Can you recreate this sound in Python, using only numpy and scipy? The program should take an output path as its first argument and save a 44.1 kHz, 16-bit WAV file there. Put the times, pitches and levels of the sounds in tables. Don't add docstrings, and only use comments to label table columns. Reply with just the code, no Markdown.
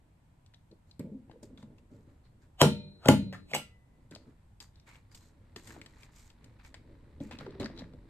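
import sys
import numpy as np
from scipy import signal
from scipy.fft import rfft, irfft, next_fast_len
from scipy.io import wavfile
from scipy.ndimage import uniform_filter1d

SR = 44100
rng = np.random.default_rng(int(sys.argv[2]) if len(sys.argv) > 2 else 0)


def bounce(signal):
    frames = np.transpose(np.atleast_2d(signal))
    limited = np.clip(frames, -1, 1)
    pcm = np.round(limited * 32767).astype(np.int16)
    wavfile.write(sys.argv[1], SR, pcm)


N = 356769

# (frequency [Hz], level [dB])
ROOM_TONE = [(12, -37), (20, -5), (98, 0), (442, -25), (953, -23.5), (1190, -30.5), (2050, -33.5),
             (4180, -41.5), (5810, -45.5), (8300, -40), (10100, -48), (12500, -45), (14000, -65)]
# (frequency [Hz], coherence [0-1])
PORT_COHERENCE = [(60, 1), (180, 0.94), (520, 0.14), (1550, 0.04), (4580, 0.063), (13500, 0.04)]
# (time [s], gain [dB])
BASS_GROWTH = [(0, -4.5), (1.5, 2), (4, 1.95), (6.5, 4), (7.3, 9), (8.09, 10.5)]
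# (frequency [Hz], t60 [s], relative level [dB])
ROOM_DECAY = [(79.5, 0.95, -11), (200, 0.3, -1.5), (562.6, 0.04, -1), (1500, 0.25, -7), (3900, 0.28, -7.5),
              (10360, 0.2, -3)]
# (delay [s], level [dB])
WALL_ECHOES = [(0.009, -19), (.023, -20), (.049, -16.5)]
# (frequency [Hz], relative level [dB], t60 [s])
WALL_MODES = [(115, -14, 0.074), (158, -5.5, 0.067), (219, 2, 0.016), (251, -4, 0.048), (271, -7, 0.031),
              (330, -5, 0.067), (434, -5, 0.036), (518, -0.5, 0.043), (572.5, -3.5, 0.12), (607, -4, 0.092),
              (642, -11, 0.17), (848, -6, .11), (876, -11, 0.14), (962, -13, 0.14), (1190, -12.5, 0.026),
              (1415, -5.5, 0.071), (1754, -14.5, 0.045)]

# (frequency [Hz], level [dB])
RUMBLE_SPECTRUM = [(50, -32.5), (100, 0), (170, -2), (300, 2.5), (450, 0), (700, -18), (1300, -23),
                   (2500, -61)]
SCRAPE_SPECTRUM = [(530, -24.5), (900, -3), (1270, -7), (1610, -7.5), (1900, -5.5), (3150, -18.5),
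                   (3940, -13), (4580, -18), (6000, -30), (7800, -59), (13200, -120)]
HISS_SPECTRUM = [(2650, -4.5), (4500, 0), (5540, -1.5), (7300, 4.5), (8660, -1), (10400, -17), (12000, -6),
                 (13300, -8), (14000, -40)]
# (start [s], rise [s], droop [s], rumble [dB], scrape [dB], hiss [dB], resonance [Hz])
HAND_STROKES = [(.708, 0.017, 0.026, -56, -93, -103, 4270), (.86, 0.037, 0.032, -76.5, -82, -81, 4100),
                (.995, 0.0026, 0.022, -38.5, -61.5, -81, 2250),
                (1.025, 0.019, 0.14, -46.5, -85, -102, 2240), (1.27, 0.052, 0.042, -58.5, -76, -100, 1710),
                (1.425, 0.0095, 0.0079, -46, -65, -59, 5100),
                (1.575, 0.0043, 0.062, -76, -66.5, -72.5, 3640), (1.66, 0.069, 0.01, -52.5, -99, -99, 1380),
                (1.76, 0.036, 0.018, -64, -79, -82, 2540), (1.9, 0.028, 0.11, -55.5, -78.5, -80, 1370),
                (2.05, 0.047, 0.082, -60.5, -77, -88, 1320), (2.23, 0.036, 0.027, -87, -74, -99, 4250),
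                (2.4, 0.036, 0.028, -81, -74.5, -76, 1662), (4.112, 0.004, 0.044, -48, -59.5, -73, 1520),
                (4.15, 0.008, 0.16, -60, -72.5, -88, 4500), (4.25, 0.04, 0.039, -54, -79, -86, 1350),
                (4.602, 0.0046, 0.037, -63, -60.5, -55.5, 4600),
                (4.71, 0.072, 0.071, -81.5, -77.5, -86, 3680),
                (4.86, 0.021, 0.097, -65.5, -60, -65.5, 2230),
                (5.11, 0.007, 0.058, -79, -67.5, -71.5, 4820),
                (5.148, 0.0022, 0.021, -77.5, -81, -52, 4700), (5.19, 0.033, 0.071, -70, -71, -67.5, 4180),
                (5.56, 0.0011, 0.024, -44.5, -54, -54, 1820), (5.605, 0.075, 0.066, -67, -66, -59.5, 4070),
                (5.65, 0.065, 0.054, -54, -60.5, -63, 1810), (5.74, 0.036, 0.065, -52.5, -67, -73, 1341),
                (5.83, 0.009, 0.17, -61, -80, -74, 2130), (5.96, 0.08, 0.025, -71, -66, -66, 2350),
                (6.11, 0.075, 0.11, -74, -72, -62.5, 2200), (6.39, 0.054, 0.12, -62, -72.5, -88, 2260),
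                (6.585, 0.011, .04, -81, -65.5, -84, 2460), (6.63, 0.031, .025, -82, -62, -63, 2260),
                (6.74, 0.0085, 0.03, -77.5, -60.5, -88, 2150), (7.202, 0.0068, 0.097, -49, -65, -68, 2400),
                (7.311, 0.0018, 0.039, -49, -51.5, -65, 2570), (7.39, 0.015, 0.055, -47.5, -55, -76, 1420),
                (7.598, 0.0019, 0.048, -34, -49, -61.5, 3930),
                (7.64, 0.016, 0.0089, -38.5, -50.5, -84, 1820), (7.74, 0.071, 0.0063, -51, -57, -79, 3900)]
# (time [s], rumble [dB], scrape [dB])
RESTING_HANDS = [(0, -73.5, -95), (.95, -104, -99), (1.25, -69, -94), (1.5, -56.5, -81), (1.85, -68.5, -92),
                 (2.201, -75, -100), (2.5, -70, -103), (2.621, -99, -99), (3.751, -85.5, -99.5),
                 (4.001, -65, -82.5), (4.25, -83, -94), (4.401, -85, -79), (4.599, -75, -101),
                 (5.051, -74, -79), (5.4, -66, -79.5), (5.899, -69.5, -68.5), (6.55, -70, -78),
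                 (6.851, -60.5, -74), (7.18, -62.5, -74.5), (7.499, -51, -63.5), (7.75, -52, -64.5),
                 (7.9, -56.5, -73), (8.09, -62, -75)]
# (time [s], level [dB], pitch [Hz], t60 [s])
PLASTIC_BUMPS = [(0.997, -27, 240, 0.049), (1.005, -25, 181, 0.06), (1.039, -27, 182, 0.095),
                 (1.069, -35, 230, 0.059), (1.113, -31.5, 206, 0.12), (1.144, -31, 265, 0.087),
                 (1.189, -39, 222, 0.08), (1.334, -45.5, 454, 0.096), (1.357, -35.5, 482, 0.036),
                 (1.442, -37, 370, 0.04), (1.527, -34, 229, 0.04), (1.571, -55, 221, 0.074),
                 (1.631, -33.5, 227, 0.073), (5.56, -35, 370, 0.051), (7.206, -24.5, 285, 0.078),
                 (7.212, -32.5, 191, 0.07), (7.244, -34, 211, 0.08), (7.324, -36, 245, 0.08),
                 (7.464, -24, 450, 0.022), (7.476, -24, 377, 0.038), (7.502, -46, 428, 0.08),
                 (7.549, -39, 384, 0.14), (7.6, -29, 275, 0.044), (7.611, -23.5, 381, 0.066),
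                 (7.631, -34, 300, 0.067), (7.644, -27, 226, 0.08), (7.799, -39, 253.4, 0.12),
                 (7.82, -34.5, 174.6, 0.13)]
# (time [s], crack [dB], wall knock [dB], clack [Hz], clack over crack [dB], tilt [dB/octave])
LIGHT_TAPS = [(0.462, -58, -63, 1280, -14, 6), (0.5374, -54.5, -87, 1820, 2, 3),
              (0.543, -50.5, -75, 3740, 16, -2), (0.713, -56.5, -75, 4140, 16, 11),
              (0.911, -51.5, -70, 4070, 13, 8), (0.9939, -36, -49, 2340, -20, 18),
              (1.2971, -42, -55, 900, -14, -9), (1.3123, -50, -57, 1600, -6, -1),
              (1.4304, -40, -38, 8700, 1, -8.5), (1.575, -52, -50, 3380, 8, 1),
              (1.627, -50, -29, 1060, 1, 3), (1.7828, -58, -69, 2630, 1, -1),
              (2.429, -70, -74, 1710, -14.5, 7.5), (4.1104, -45, -34, 1560, -15, 10),
              (4.15, -40.5, -42, 4400, 0.5, 8), (4.1597, -44, -43.5, 4330, -18, 0),
              (4.6022, -38, -63, 4600, -8, 9), (4.609, -47, -70, 4730, 9, 7), (4.757, -58, -75, 4240, 8, 2),
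              (4.798, -57, -67, 4620, 5, 2), (4.877, -52, -43, 1726, -20, -10),
              (4.9555, -49, -73, 2330, 11, -7), (5.1465, -43.5, -74, 7290, -29, 8),
              (5.561, -37.5, -40, 1830, -6, 2), (5.673, -38, -63.5, 1800, -7, 16),
              (5.7057, -42.5, -62, 1740, 9, -6), (5.7642, -41, -58, 1160, -25, -7.5),
              (5.8146, -41, -72, 2200, 3, 6.5), (5.8608, -42.5, -38, 1820, -11, 4.5),
              (6.032, -45, -39, 2220, -1, 6), (6.3014, -51.5, -57, 3345, -1, 5),
              (6.443, -45.5, -64, 2366, -14, 12), (6.6478, -49, -65, 2200, 6, 4),
              (6.7422, -41, -60, 1744, -7, 3), (7.202, -46, -20.5, 3500, -8, -9),
              (7.3107, -39.5, -32, 1840, -4, 0), (7.323, -42, -53, 2450, 2, -3.5),
              (7.333, -47, -50, 2600, 8, -6), (7.3868, -39.5, -46, 4000, 1, 0.5),
              (7.408, -39.5, -24, 1194, -2, -4), (7.4645, -40, -42, 990, 3, -8),
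              (7.506, -55, -60, 4000, 4, 8), (7.599, -38.5, -15, 3850, -21, 0.5),
              (7.629, -35, -31.5, 1470, -5, -3), (7.636, -40, -19, 935, 8, -2),
              (7.644, -38.5, -55, 4440, 7, -4), (7.658, -37.5, -57, 4700, 2, -1),
              (7.6594, -36, -47, 1750, 4, -18), (7.699, -45.5, -42, 1490, -20, -4),
              (7.776, -49, -49, 3970, 11, -6), (7.787, -45, -60, 3890, 8, -8),
              (7.7918, -39.5, -52, 4010, 15, -7), (7.797, -55, -45, 3990, 3, -3),
              (7.8193, -41, -27.5, 1940, -10, -8), (7.8403, -45.5, -65.5, 1515, -1, -7.5),
              (7.935, -54, -29.5, 1290, -5, -0.5)]
# (frequency [Hz], gain [dB])
TAP_TONE = [(4500, -0.5), (6300, -2), (9000, -8), (10600, -27), (12600, -14)]
# (frequency [Hz], level [dB])
CRACK_SPECTRUM = [(350, -22.5), (600, -5.5), (1590, -23.5), (2070, -21.5), (2700, -16), (3790, -17),
                  (4680, -17.5), (5900, -28), (6800, -25), (8140, -23), (9600, -27), (10500, -39),
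                  (11400, -37.5), (12500, -29.5), (14000, -46)]

# (time [s], crack [dB], wall knock [dB], clack [Hz], clack over crack [dB], tilt [dB/octave])
STAPLER_BLOWS = [(2.615, -3, -15, 1250, -8, 1, 0.013), (2.6172, -10.5, -6, 650, 4.5, -0.5, 0.014),
                 (2.6157, -16.5, -7.5, 785, 5, -6, 0.048), (2.6286, -19, -3.5, 3570, -4.5, 1, 0.013),
                 (3.057, -26.5, -12.5, 1373, -9, -1, 0.024), (3.073, -33.5, -16, 7750, -5, -5.5, 0.048),
                 (3.0837, -10.5, -8.5, 1550, 6, 1.5, 0.016), (3.086, -4, 2.5, 950, 7.5, -7.5, 0.012),
                 (3.0861, -8, -21.5, 2780, -5, 2, 0.013), (3.1006, -22, -19.5, 1520, -2, -0.5, 0.0044),
                 (3.326, -38.5, -56.5, 1880, -1.5, -1.5, 0.028),
                 (3.333, -41.5, -48.5, 1767, 3.5, -2.5, 0.085), (3.345, -44.5, -58.5, 1297, 4, -2, 0.057),
                 (3.5084, -56, -57.5, 2890, 11, 7, 0.026), (3.514, -43.5, -37.5, 7320, -13, 0, 0.038),
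                 (3.5346, -24, -25.5, 2162, 9, -3, 0.031), (3.539, -33.5, -29, 1454, -1, -1.5, 0.021),
                 (3.543, -29, -32.5, 2830, 3.5, 8.5, 0.076), (3.549, -14.5, -33, 7840, -2, 2.5, 0.012),
                 (3.5546, -26, -27.5, 2600, 17, 3, 0.014), (3.558, -28, -28, 8600, -4.5, -8, 0.012),
                 (3.563, -21.5, -46, 2850, -4.5, -9, 0.016), (3.568, -33, -30, 3460, -6, -5, 0.0083),
                 (3.581, -41, -47.5, 2930, -4, -11.5, 0.011)]
# (end [s], level [dB], clack [Hz], clack over crack [dB], tilt [dB/octave], 60 dB swell time [s])
BLOW_SWELLS = [(2.6135, -26, 764, 7, -1, 0.04), (2.613, -22.5, 3000, 0.5, 0.5, 0.04),
               (3.059, -41, 1300, 1, -2.5, 0.1), (3.084, -23.5, 900, 3.5, -3.5, -0.22),
               (3.5145, -52, 2510, -1, 2, 0.1), (3.533, -31, 2370, -1, -5, -0.02)]
# (time [s], level [dB], pitch [Hz], t60 [s])
WALL_BOOMS = [(2.6185, -13.5, 275, 0.039), (2.6245, -14.5, 233, 0.039), (2.6275, -7, 415, 0.013),
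              (2.636, -16, 471, 0.13), (2.659, -13, 204.5, 0.062), (3.0875, -4.5, 263.5, 0.059),
              (3.089, -19.5, 112, 0.29), (3.0935, -9, 198, 0.066), (3.131, -14, 196, 0.098)]
# (start [s], stop [s], level [dB], overtone gain [dB])
SPRING_TWANGS = [(2.619, 3.073, -20, 4), (3.098, 3.55, -27.5, -9)]
# (frequency [Hz], relative level [dB], t60 [s])
SHELL_MODES = [(1376, 0.5, 0.22), (2060, -25, 1.3), (2350, -10, 0.34), (3400, -14, 0.21),
               (3628, -19.5, 0.5), (4083, -7, 0.14), (4100, -10, 0.28), (5000, -10, 0.056),
               (4770, -14.5, 0.082), (5353, -16, 0.17), (6000, -19.5, 0.37), (6500, -12, 0.18),
               (7363, -22, 0.43), (8500, -16.5, 0.15)]
SPRING_MODES = [(293, -2.5, 1.2), (592, -8, .7), (915, -8, .5), (1351, -26, .5), (1470, -28, .6),
                (2040, -23, .5), (2417, -20, .65), (2492, -14, .37), (2697, -19, .45), (3036, -16, .37),
                (3101, -13, .32), (3268, -23, .6), (3623, -11, .45), (3805, -23, .9), (4100, -12, .9),
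                (4160, -16, .5), (4662, -16, .2)]
ARM_MODES = [(1249, -8, .55), (1997, 2, 1), (2396, -2, .26), (3435, -4, .22), (4242, -14, .3),
             (4570, -10, .25)]
# (frequency [Hz], left over right [dB])
PORT_BALANCE = [(200, 0), (450, 2.5), (750, 1.5), (1050, 5), (1700, 3.5), (2500, -1), (5000, -1.5),
                (7000, 1), (13000, .5)]
# (frequency [Hz], left lead [rad])
PORT_LEAD = [(0, 1.5), (900, .5), (1350, -.3), (1750, .5), (2250, 1.9), (3250, 1.7), (4000, 2.9), (5300, 3),
             (6200, .2), (7200, 0), (8200, -1), (9200, -2.2), (10000, -3.2), (11200, -3.3), (12200, -5.3),
             (13200, -6.5)]

ROOM_TONE_DB, DEEP_BASS_HZ = -58.5, 97
SAG_DB, RELEASE_DB_PER_S = -8.5, -350
GRIT_PER_S, GRIT_SPREAD_DB, GRIT_DB = 240, 4.5, -7
CRACK_SAMPLES, CRACK_RISE_S, RING_SHARE = 4096, .00038, .19
STEEL_WIDTH, PLASTIC_WIDTH = .1, .18
TAP_PAN_DB, TAP_REVERB_DB = 5.5, -6
SHELL_DB, ARM_OPEN_S, ARM_DB = -23.5, 3.55, -47.5
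TWIN_GAIN, TWIN_DETUNE = .6, .008
CEILING, BAND_EDGE_HZ = .95, 13700


def gain_of(db):
    return 10 ** (np.asarray(db) / 20)


def unit_rms(x):
    return x / np.sqrt(np.mean(x ** 2) + 1e-20)


def curve_at(points, hz):
    f, value = np.transpose(points)
    return np.interp(np.log(hz + 1), np.log(f + 1), value)


def add(mix, s, sound):
    part = mix[..., round(s * SR):][..., :sound.shape[-1]]
    part += sound[..., :part.shape[-1]]


def coloured(x, spectrum, tilt_db=0.):
    size = next_fast_len(x.shape[-1])
    hz = np.fft.rfftfreq(size, 1 / SR)
    slope_db = tilt_db * np.log2((hz + 50) / 3000)
    return irfft(rfft(x, size) * gain_of(curve_at(spectrum, hz) + slope_db), size)[..., :x.shape[-1]]


def ring(modes, size, travel=0.):
    x = np.zeros(size)
    for hz, db, t60 in modes:
        t = np.maximum(np.arange(size) / SR - travel / np.sqrt(hz), 0)
        x += gain_of(db - 60 * t / max(t60, .01)) * np.sin(2 * np.pi * hz * t)
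    return x / abs(x).max()


def room_tone():
    frames, hz = N // 512 + 5, np.fft.rfftfreq(2048, 1 / SR)
    a, b, c, d, patches = rng.standard_normal((frames, 1025, 5)).T
    patches = unit_rms(uniform_filter1d(uniform_filter1d(patches, size=12, axis=0), size=10, axis=1))
    drift_db = .62 * patches * np.clip(hz / 400, .3, 1)[:, None]
    coherence = curve_at(PORT_COHERENCE, hz)[:, None]
    left = a + 1j * b
    right = coherence * left + np.sqrt(1 - coherence ** 2) * (c + 1j * d)
    growth_db = np.interp(np.arange(frames) * 512 / SR, *np.transpose(BASS_GROWTH))
    bass_db = np.outer(1 / (1 + (hz / DEEP_BASS_HZ) ** 4), growth_db)
    spectra = np.array([left, right]) * gain_of(curve_at(ROOM_TONE, hz)[:, None] + drift_db + bass_db)
    return gain_of(ROOM_TONE_DB) * unit_rms(signal.istft(spectra, nperseg=2048, noverlap=1536)[1][:, :N])


def room_reverb(x, tail_db):
    reflections = np.zeros((3, SR))
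    arrivals = np.arange(200, SR - 20, 20) + rng.integers(0, 20, (3, (SR - 201) // 20))
    np.put_along_axis(reflections, arrivals, rng.choice([-1., 1.], arrivals.shape), 1)
    hz, t, bands = signal.stft(reflections, SR, nperseg=256)
    t60, db = (curve_at([(row[0], row[k]) for row in ROOM_DECAY], hz)[:, None] for k in (1, 2))
    width = np.clip(hz / 1500, .3, 1)[:, None]
    bands = np.sqrt(1 - width ** 2) * bands[0] + width * bands[1:]
    tail = signal.istft(bands * gain_of(db - 60 * t / t60), SR, nperseg=256)[1]
    tail *= gain_of(tail_db) / np.linalg.norm(tail[0])
    for s, db in WALL_ECHOES:
        add(tail, s, gain_of(db) * signal.windows.hann(48) / 24)
    return signal.fftconvolve(x, tail, axes=1)[:, :N]


def grit():
    sizes = gain_of(GRIT_SPREAD_DB * np.minimum(rng.exponential(1, N), 4))
    slips = sizes * (rng.random(N) < GRIT_PER_S / SR)
    burst = np.exp(-np.arange(200) / SR / .0008)
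    return gain_of(GRIT_DB) * unit_rms(signal.oaconvolve(slips, burst)[:N])


def resonate(x, hz, width_hz):
    turn = np.exp(2j * np.pi * np.cumsum(hz) / SR)
    pole = np.exp(-np.pi * width_hz / SR)
    return 2 * (turn * signal.lfilter([1 - pole], [1, -pole], x / turn)).real


def hand_effort():
    t, u = np.arange(N) / SR, np.arange(SR // 2) / SR
    rest_s, *rest_db = np.transpose(RESTING_HANDS)
    power, hollow_hz = np.zeros((4, N)), np.full(N, float(HAND_STROKES[0][-1]))
    power[:2] = [gain_of(2 * np.interp(t, rest_s, db)) for db in rest_db]
    for start, rise, droop, rumble_db, scrape_db, hiss_db, hz in HAND_STROKES:
        attack = np.minimum(u / rise, 1) ** .78
        sag_db = SAG_DB * np.clip((u - rise) / droop, 0, 1)
        release_db = RELEASE_DB_PER_S * np.maximum(u - rise - droop, 0)
        levels_db = np.add.outer([rumble_db, scrape_db, hiss_db, scrape_db], sag_db + release_db)
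        add(power, start, (attack * gain_of(levels_db)) ** 2)
        hollow_hz[t >= start] = hz
    return np.sqrt(power), hollow_hz


def friction(spectrum, grain_db, width, gritty):
    noise = rng.standard_normal((3, N))
    grain = gain_of(grain_db * unit_rms(uniform_filter1d(rng.standard_normal(N), size=200)))
    if gritty:
        grain += grit()
    return unit_rms(coloured((noise[0] + width * noise[1:]) * grain, spectrum))


def rubbing_hands():
    gains, hollow_hz = hand_effort()
    rumble = friction(RUMBLE_SPECTRUM, grain_db=2.6, width=.25, gritty=False)
    rumble = unit_rms(signal.oaconvolve(rumble, ring(WALL_MODES, size=8192)[None])[:, :N])
    scrape = friction(SCRAPE_SPECTRUM, grain_db=2.6, width=.8, gritty=True)
    hiss = friction(HISS_SPECTRUM, grain_db=2.2, width=.9, gritty=True)
    crackle = rng.standard_normal((2, N)) * (1 + grit())
    hollow = gain_of(-2) * unit_rms(resonate(crackle, hollow_hz, width_hz=210))
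    return sum(layer * gain for layer, gain in zip((rumble, scrape, hiss, hollow), gains))


def wall_bumps(rows, rise_s):
    out, t = np.zeros(N), np.arange(8192) / SR
    for s, db, hz, t60 in rows:
        tone = ring([(hz, 0, t60), (hz * 1.91, -14, t60 / 2)], size=len(t))
        add(out, s, gain_of(db) * tone * (1 - np.exp(-t / rise_s)))
    return out


def wall_knocks(rows, contact_s):
    force, u = np.zeros(N), np.arange(600) / SR / contact_s
    push = u * np.exp(-u)
    for s, _, knock_db, *_ in rows:
        add(force, s, gain_of(knock_db) * push / push.sum())
    return signal.oaconvolve(force, ring(WALL_MODES, size=16384, travel=.04))[:N]


def crack(db, hz, clack_db, tilt_db, t60, width):
    t = np.arange(CRACK_SAMPLES) / SR
    burst, drive = rng.standard_normal((2, CRACK_SAMPLES))
    pole = np.exp(-np.pi * width * hz / SR)
    band = signal.lfilter([1, 0, -1], [1, -2 * pole * np.cos(2 * np.pi * hz / SR), pole ** 2], drive)
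    clack = (1 - RING_SHARE) * unit_rms(band) + RING_SHARE * np.sqrt(2) * np.sin(2 * np.pi * hz * t)
    bright = unit_rms(coloured(burst, CRACK_SPECTRUM, tilt_db))
    envelope = gain_of(db - 60 * t / max(t60, .004)) * (1 - np.exp(-t / CRACK_RISE_S))
    return envelope * unit_rms(bright + gain_of(clack_db) * unit_rms(clack))


def finger_taps():
    ticks = np.zeros(N)
    for s, db, _, *colour in LIGHT_TAPS:
        add(ticks, s, crack(db, *colour, t60=.025, width=PLASTIC_WIDTH))
    ticks = coloured(ticks, TAP_TONE)
    ports = np.array([ticks, np.roll(ticks, 4)])
    ports *= gain_of([[TAP_PAN_DB / 2], [-TAP_PAN_DB / 2]])
    return ports + wall_knocks(LIGHT_TAPS, contact_s=.0006)


def thin_steel(modes):
    twins = [(hz * (1 + TWIN_DETUNE * rng.uniform(-1, 1)), db + 20 * np.log10(TWIN_GAIN), .8 * t60)
             for hz, db, t60 in modes * 2 if hz > 1000]
    return ring(modes + twins, size=SR)


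def from_bracket(x):
    size = next_fast_len(N)
    hz, spectrum = np.fft.rfftfreq(size, 1 / SR), rfft(x, size)
    lead = curve_at(PORT_LEAD, hz) * np.clip(hz / 1000, 0, 1)
    half = gain_of(curve_at(PORT_BALANCE, hz) / 2) * np.exp(.5j * lead)
    return np.array([irfft(spectrum * half, size), irfft(spectrum / half, size)])[:, :N]


def stapler():
    out = wall_knocks(STAPLER_BLOWS, contact_s=.00018) + wall_bumps(WALL_BOOMS, rise_s=.00054)
    for s, db, _, *colour in STAPLER_BLOWS:
        add(out, s, crack(db, *colour, STEEL_WIDTH))
        shell = [(hz * rng.uniform(.99, 1.01), mode_db + 4 * rng.standard_normal(), min(t60, .2))
                 for hz, mode_db, t60 in SHELL_MODES]
        add(out, s, gain_of(db + SHELL_DB) * ring(shell, size=16384))
    for end_s, db, *colour in BLOW_SWELLS:
        swell = crack(db, *colour, STEEL_WIDTH)[::-1]
        add(out, end_s - CRACK_SAMPLES / SR, swell)
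    for s, stop_s, db, overtone_db in SPRING_TWANGS:
        spring = [(hz, mode_db + overtone_db * (hz > 400), t60) for hz, mode_db, t60 in SPRING_MODES]
        damping = np.clip((stop_s - s - np.arange(SR) / SR) / .03, 0, 1)
        add(out, s, gain_of(db) * thin_steel(spring) * damping)
    add(out, ARM_OPEN_S, gain_of(ARM_DB) * thin_steel(ARM_MODES))
    return from_bracket(out)


def scene():
    bass_cut = signal.butter(4, 115, "high", fs=SR, output="sos")
    stapling = signal.sosfilt(bass_cut, stapler())
    handling = signal.sosfilt(bass_cut, finger_taps() + wall_bumps(PLASTIC_BUMPS, rise_s=.0064))
    reverb = room_reverb(stapling + gain_of(TAP_REVERB_DB) * handling, tail_db=-4)
    return stapling + handling + reverb + rubbing_hands() + room_tone()


def record(dry):
    lowpass = signal.firwin(511, BAND_EDGE_HZ, window=("kaiser", 9), fs=SR)
    return signal.oaconvolve(CEILING * np.tanh(dry / CEILING), lowpass[None], "same")


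dry = scene()
out = record(dry)
bounce(out)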